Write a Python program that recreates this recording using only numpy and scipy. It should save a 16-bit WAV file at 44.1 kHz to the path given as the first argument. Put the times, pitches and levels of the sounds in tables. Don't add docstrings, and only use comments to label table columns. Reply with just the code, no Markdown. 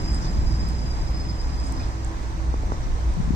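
import sys
import numpy as np
from scipy import signal
from scipy.fft import rfft, irfft, next_fast_len
from scipy.io import wavfile
from scipy.ndimage import uniform_filter1d, map_coordinates

SR = 44100
rng = np.random.default_rng(int(sys.argv[2]) if len(sys.argv) > 2 else 0)


def elevation(decibels):
    levels = np.asarray(decibels, float)
    return 10 ** (levels / 20)


def master(y):
    cut = np.clip(np.atleast_2d(y).T, -1, 1)
    pcm = np.round(cut * 32767)
    wavfile.write(sys.argv[1], SR, pcm.astype(np.int16))


N = 147735
CLOCK = np.arange(N) / SR

# t/s, electrical f/Hz, level/dB
MOTOR = [
    (0, 28, -44),
    (.3, 21.5, -45),
    (.8, 19, -47.5),
    (1.3, 12.6, -52.5),
    (1.62, 9.9, -53),
    (1.78, 9.5, -48),
    (1.93, 9.1, -57),
    (2.06, 6.8, -64),
    (2.15, 6.7, -90),
]
CARRIER_HZ = 2500.5


def unit(x):
    return x / np.sqrt(np.mean(x ** 2) + 1e-20)


def along(points, hz):
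    f, value = np.transpose(points)
    return np.interp(np.log(hz + 1), np.log(f + 1), value)


def curves(rows):
    s, *cols = np.transpose(rows)
    return [np.interp(CLOCK, s, c) for c in cols]


def wobble(rate):
    knots = rng.standard_normal(int(N * 40 / SR) + 4)
    return map_coordinates(knots, [np.arange(N) * min(rate, 39) / SR])


def filtered(x, response):
    m = next_fast_len(N + SR // 2)
    return irfft(rfft(x, m) * response(np.fft.rfftfreq(m, 1 / SR)), m)[..., :N]


def resonances(body):
    def response(f):
        return sum((-1) ** k * elevation(db) * 1j * f * width / (hz * hz - f * f + 1j * f * width)
                   for k, (hz, width, db) in enumerate(body))
    return response


def swell(start_s, length_s):
    return np.sin(np.pi * np.clip((CLOCK - start_s) / length_s, 0, 1)) ** 2


def rush(gain, patchy_db):
    # f/Hz, likeness (0 to 1)
    alike = [(60, 0.67), (330, 0.98), (650, 0.12), (1400, 0.72), (2200, 0.24), (4500, 0.031), (7000, 0.026)]
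    z = signal.stft(rng.standard_normal((2, N)), nperseg=512)[2]
    field = uniform_filter1d(rng.standard_normal(z.shape[1:]), size=6, axis=0)
    field = uniform_filter1d(field, size=14, axis=1)
    pair = signal.istft(z * elevation(patchy_db * unit(field)), nperseg=512)[1][:, :N]

    def mid_side_gain(hz):
        turn = np.arccos(np.clip(along(alike, hz), -1, 1)) / 2
        return gain(hz) * np.array([np.cos(turn), np.sin(turn)])
    mid, side = filtered(pair, mid_side_gain)
    return unit(np.array([mid + side, mid - side]))


def whine():
    # multiple, level/dB, right over left/dB
    carriers = [(2, -13, -1), (3, -6, -3.5), (4, -2, 8), (6, -14, -1)]
    # order (offset = order x half the carrier multiple x motor frequency), level/dB
    sidebands = [(-2, -11), (-1, -2), (-.3, -2), (1, 0), (2, -12)]
    motor_hz, level_db = curves(MOTOR)
    turn = 2 * np.pi * np.cumsum(motor_hz) / SR
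    out = np.zeros((2, N))
    for multiple, db, right_db in carriers:
        for order, side_db in sidebands:
            phase = 2 * np.pi * multiple * CARRIER_HZ * CLOCK + order * multiple / 2 * turn
            tone = np.sin(phase + 0.5 * multiple * wobble(18) + rng.uniform(0, 2 * np.pi))
            fade_db = 2 * np.array([wobble(30), wobble(30)])
            lean_db = np.array([[-right_db / 2], [right_db / 2]])
            out += elevation(db + side_db + fade_db + lean_db) * tone
    return elevation(level_db - 4 + 0.8 * wobble(30)) * out


def beats():
    # t/s, peak level/dB
    swells = [(0.006, -45.5), (0.053, -42.5), (0.088, -38.5), (0.105, -39), (0.149, -41), (0.168, -42),
              (0.225, -49), (0.249, -47), (0.289, -44), (0.351, -53), (0.378, -51), (0.427, -52),
              (0.475, -44.5), (0.517, -43.5), (0.549, -44.5), (0.613, -41), (0.643, -48), (0.674, -42.5),
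              (0.695, -47), (0.734, -53), (0.753, -46), (0.771, -48), (0.794, -44.5), (0.824, -48),
              (0.874, -45.5), (0.915, -41.5), (0.947, -50), (0.973, -49), (0.993, -50), (1.022, -45),
              (1.043, -55), (1.082, -47), (1.104, -52), (1.15, -44), (1.17, -45), (1.208, -41.5),
              (1.259, -50), (1.301, -39.5), (1.348, -53), (1.41, -41.5), (1.45, -49), (1.465, -52),
              (1.499, -50), (1.532, -49), (1.601, -45), (1.643, -47), (1.67, -46), (1.702, -53),
              (1.743, -53), (1.779, -48), (1.8, -48), (1.841, -49), (1.867, -56), (1.887, -55),
              (1.918, -58), (1.996, -57), (2.036, -57), (2.076, -61)]
    s, db = np.transpose(swells)
    turn = np.pi * np.interp(CLOCK, s, np.arange(len(s)))
    drift = 2 * np.pi * 0.33 * np.cumsum(curves(MOTOR)[0]) / SR
    wander = 0.25 * wobble(5.15) * np.array([[1], [-1]])
    carrier = 2 * np.pi * 2 * CARRIER_HZ * CLOCK + drift + wander
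    lean = np.array([[0.39], [0.13]]) - 0.12 * CLOCK
    tone = np.cos(turn) * np.cos(carrier) - lean * np.sin(turn) * np.sin(carrier)
    return elevation(3.5 + np.interp(CLOCK, [*s, s[-1] + 0.045], [*db, -120])) * tone


def hum():
    # t/s, f/Hz, level/dB
    line = [(0.0, 54.3, -41), (0.11, 56.8, -20.5), (0.18, 58.45, -27), (0.32, 52.9, -31),
            (0.43, 58.03, -22), (0.89, 60.0, -27.5), (2.37, 60, -29), (2.48, 60.26, -21), (2.86, 59.7, -29),
            (3.08, 59.74, -18), (3.21, 61.2, -35.5), (3.35, 57.8, -17.5)]
    hz, db = curves(line)
    return np.sqrt(2) * elevation(db) * np.sin(2 * np.pi * np.cumsum(hz) / SR + 0.11 * wobble(4.97))


def panels():
    # f/Hz, width/Hz, level/dB
    drones = [(102.75, 2.7, -42.5), (159.5, 18, -49), (325.4, 9.4, -46), (258, 19, -57.5)]
    out = np.zeros((2, N))
    for hz, width, db in drones:
        ring = resonances([(hz, width, 0)])
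        out += elevation(db) * rush(lambda f: np.abs(ring(f)) ** 2, patchy_db=-3)
    return out


def gears():
    # t/s, length/s, start f/Hz, level/dB
    tones = [
        (1.115, 0.36, 333, -42.5),
        (1.544, 0.332, 280.7, -38),
    ]
    sag = 90
    out = np.zeros(N)
    for s, length, hz, db in tones:
        t = CLOCK - s
        out += elevation(db + 2) * swell(s, length) * np.sin(2 * np.pi * (hz - sag * t / 2) * t)
    return out


def rumble():
    # t/s, level/dB
    roll = [
        (0, -25.5),
        (.5, -21.5),
        (1, -24),
        (1.6, -21.5),
        (2.2, -28.5),
        (2.8, -22.5),
        (3.35, -23.5),
    ]
    # f/Hz, level/dB per Hz
    deep_colour = [(15, -17.5), (25, -3.5), (50, -4.5), (75, -12), (110, -15.5), (160, -33.5), (300, -97)]
    growl_colour = [(50, -37), (90, -5.5), (150, 2.5), (200, -5.5), (280, -10), (420, -23), (800, -96)]
    roll_db, = curves(roll)
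    motor_hz = curves(MOTOR)[0]
    deep = elevation(roll_db + 1.2 * wobble(4)) * rush(lambda f: elevation(along(deep_colour, f)), patchy_db=0.5)
    growl_db = -42.5 + 5.47 * motor_hz / 10 + 0.99 * wobble(9.39)
    return deep + elevation(growl_db) * rush(lambda f: elevation(along(growl_colour, f)), patchy_db=1.5)


def knocks():
    # t/s, level/dB, softness f/Hz
    blows = [
        (2.5401, -19, 1200),
        (2.6333, -25, 800),
        (2.719, -16.5, 1250),
    ]
    # f/Hz, width/Hz, level/dB
    body = [(265, 156, -2), (484, 230, -3.5), (990, 830, -8.5)]

    def response(f):
        struck = sum(elevation(db + 36.5) * np.exp(-2j * np.pi * f * s) / (1 + 1j * f / hz - (f / hz) ** 2) ** 3
                     for s, db, hz in blows)
        return resonances(body)(f) * struck
    return filtered((np.arange(N) == 0).astype(float), response)


def ticks():
    # t/s, peak level/dB, brightness/dB
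    cracks = [(0.019, -44, 3), (0.146, -42, -13), (.159, -50, -12), (0.6867, -42, 4), (.699, -44, -8),
              (1.113, -53, 10), (1.242, -50, -7), (1.4157, -47.5, -8), (1.6, -43.5, -13), (1.641, -47, -12),
              (1.6703, -42, -10), (1.682, -45, -13), (1.7227, -34.5, -5), (2.0466, -33.5, -14),
              (2.08, -51, -11), (3.1386, -49, -9)]
    t60_s, right_db = 0.0076, 4
    t = np.arange(SR // 20) / SR
    dry_ticks = np.zeros((2, N + SR))
    for s, db, bright_db in cracks:
        crack = elevation(db + 18.5 - 60 * t / t60_s) * rng.standard_normal(len(t))
        dry_ticks[:, round(s * SR):][:, :len(t)] += crack * elevation(np.array([[0], [bright_db]]))
    middle, bright = resonances([(8430, 2200, 0)]), resonances([(14300, 3500, 0)])
    ringing = filtered(dry_ticks[:, :N], lambda f: np.array([middle(f), bright(f)]) ** 2)
    return ringing.sum(axis=0) * elevation(np.array([[-right_db], [right_db]]))


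def puffs():
    # t/s, length/s, f/Hz, width/Hz, level/dB
    jets = [
        (.09, .11, 8200, 1800, -48),
        (.19, .1, 5600, 2200, -46),
        (.22, .08, 3800, 1500, -52),
        (1.4, .12, 6500, 3000, -53),
        (1.6, .13, 7800, 2600, -49),
        (1.77, .12, 4000, 2000, -54),
        (2.7, .07, 5800, 2200, -52),
        (2.82, .04, 5600, 1500, -54),
    ]
    out = np.zeros((2, N))
    for s, length, hz, width, db in jets:
        ring = resonances([(hz, width, 0)])
        air = filtered(rng.standard_normal((2, N)), lambda f: ring(f) ** 2)
        out += elevation(db) * swell(s, length) * unit(air)
    return out


def squeaks():
    # t/s, length/s, start f/Hz, glide/(Hz per s), level/dB
    glides = [
        (.235, .06, 5000, -16000, -48),
        (1.79, .045, 2350, 6000, -47),
        (1.79, .07, 4400, -9000, -58),
    ]
    slips = 1.1 * np.sin(2 * np.pi * 70 * CLOCK)
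    out = np.zeros(N)
    for s, length, hz, glide, db in glides:
        t = CLOCK - s
        out += elevation(db) * swell(s, length) * np.sin(2 * np.pi * (hz + glide * t / 2) * t + slips)
    return out


def wind():
    # t/s, level/dB
    gust = [
        (0, -46),
        (1, -56),
        (2, -66),
        (3.09, -67),
        (3.17, -25),
        (3.22, -24),
        (3.28, -27),
        (3.35, -18),
    ]
    # f/Hz, level/dB per Hz
    buffet = [(15, -34), (40, -7), (100, 9), (170, 16), (260, -10.5), (400, -13), (800, -55), (2000, -100)]
    # t/s, peak level/dB, f/Hz
    eddies = [
        (3.179, -15, 150),
        (3.202, -9, 150),
        (3.279, -11, 160),
        (3.292, -12.5, 120),
        (3.308, -3.5, 190),
        (3.339, -15, 200),
    ]
    gust_db, = curves(gust)
    noise = filtered(rng.standard_normal((2, N)), lambda f: elevation(along(buffet, f)))
    lumps = elevation(2.5 * np.array([wobble(29.79), wobble(23)]))
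    snaps = np.zeros(N)
    for way, (s, db, hz) in zip([1, 1, 1, 1, -1, 1], eddies):
        t = CLOCK - s
        snaps += way * elevation(db) * np.sin(2 * np.pi * hz * t) * np.exp(-(2.12 * hz * t) ** 2)
    port_db = np.array([[0], [-25]])
    return elevation(port_db) * (elevation(gust_db) * unit(lumps * noise) + snaps)


def fans():
    # t/s, level/dB
    air = [
        (0, -44.5),
        (.5, -46.5),
        (1.18, -46.5),
        (1.7, -46.5),
        (2.13, -47),
        (2.5, -48),
        (2.8, -46.5),
        (3.35, -47.5),
    ]
    # f/Hz, level/dB per Hz
    colour = [(100, -7.5), (250, 6), (450, 2.5), (1000, 3), (1700, -7.5), (3000, -18), (14000, -15),
              (15200, -31)]
    air_db, = curves(air)
    level_db = -37 + air_db - air_db.mean() + 0.37 * wobble(7.63)
    return elevation(level_db) * rush(lambda f: elevation(along(colour, f)), patchy_db=0.66)


def dropouts(x):
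    # f/Hz, share of frames (0 to 1)
    shares = [(2000, 0), (3000, .05), (4500, .04), (6000, .01), (7100, .04), (8700, .01), (9500, .35),
              (14000, .25)]
    hz, t, z = signal.stft(x, SR, window="cosine", nperseg=2048)
    band = np.arange(len(hz)) // 12
    from_tone_hz = np.abs((hz + CARRIER_HZ / 2) % CARRIER_HZ - CARRIER_HZ / 2)
    chance = along(shares, hz) * (from_tone_hz >= 140)
    muted = rng.random((band[-1] + 1, len(t)))[band] < chance[:, None]
    return signal.istft(z * elevation(-25 * muted), SR, window="cosine", nperseg=2048)[1][:, :N]


def scene():
    brakes = knocks() + ticks() + puffs() + squeaks()
    tram = whine() + beats() + hum() + panels() + gears() + rumble() + brakes + fans()
    lag_s, from_hz = 0.00059, 488

    def port_delays(f):
        lag = np.pi * lag_s * (f - from_hz * (1 - np.exp(-f / from_hz)))
        return np.exp(1j * np.array([lag, -lag]))
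    return filtered(tram, port_delays) + wind()


def band_limit(x):
    return signal.sosfilt(signal.butter(12, 15400, fs=SR, output="sos"), x)


def record(dry):
    # f/Hz, level/dB
    left_port = [(1000, -2.5), (2000, -0.5), (4500, 2), (6100, 5.5), (7300, -5.5), (8500, -28),
                 (10000, -25.5), (12500, -19)]
    right_port = [(1000, -1.5), (2000, 4), (4500, 3.5), (6000, -0.5), (8200, -1), (9400, -8.5),
                  (10700, -28.5), (12200, -16.5)]

    def port_colour(f):
        return elevation(np.array([along(left_port, f), along(right_port, f)])) * (f < 15400)
    return band_limit(dropouts(filtered(dry, port_colour)))


dry = scene()
out = record(dry)
master(out)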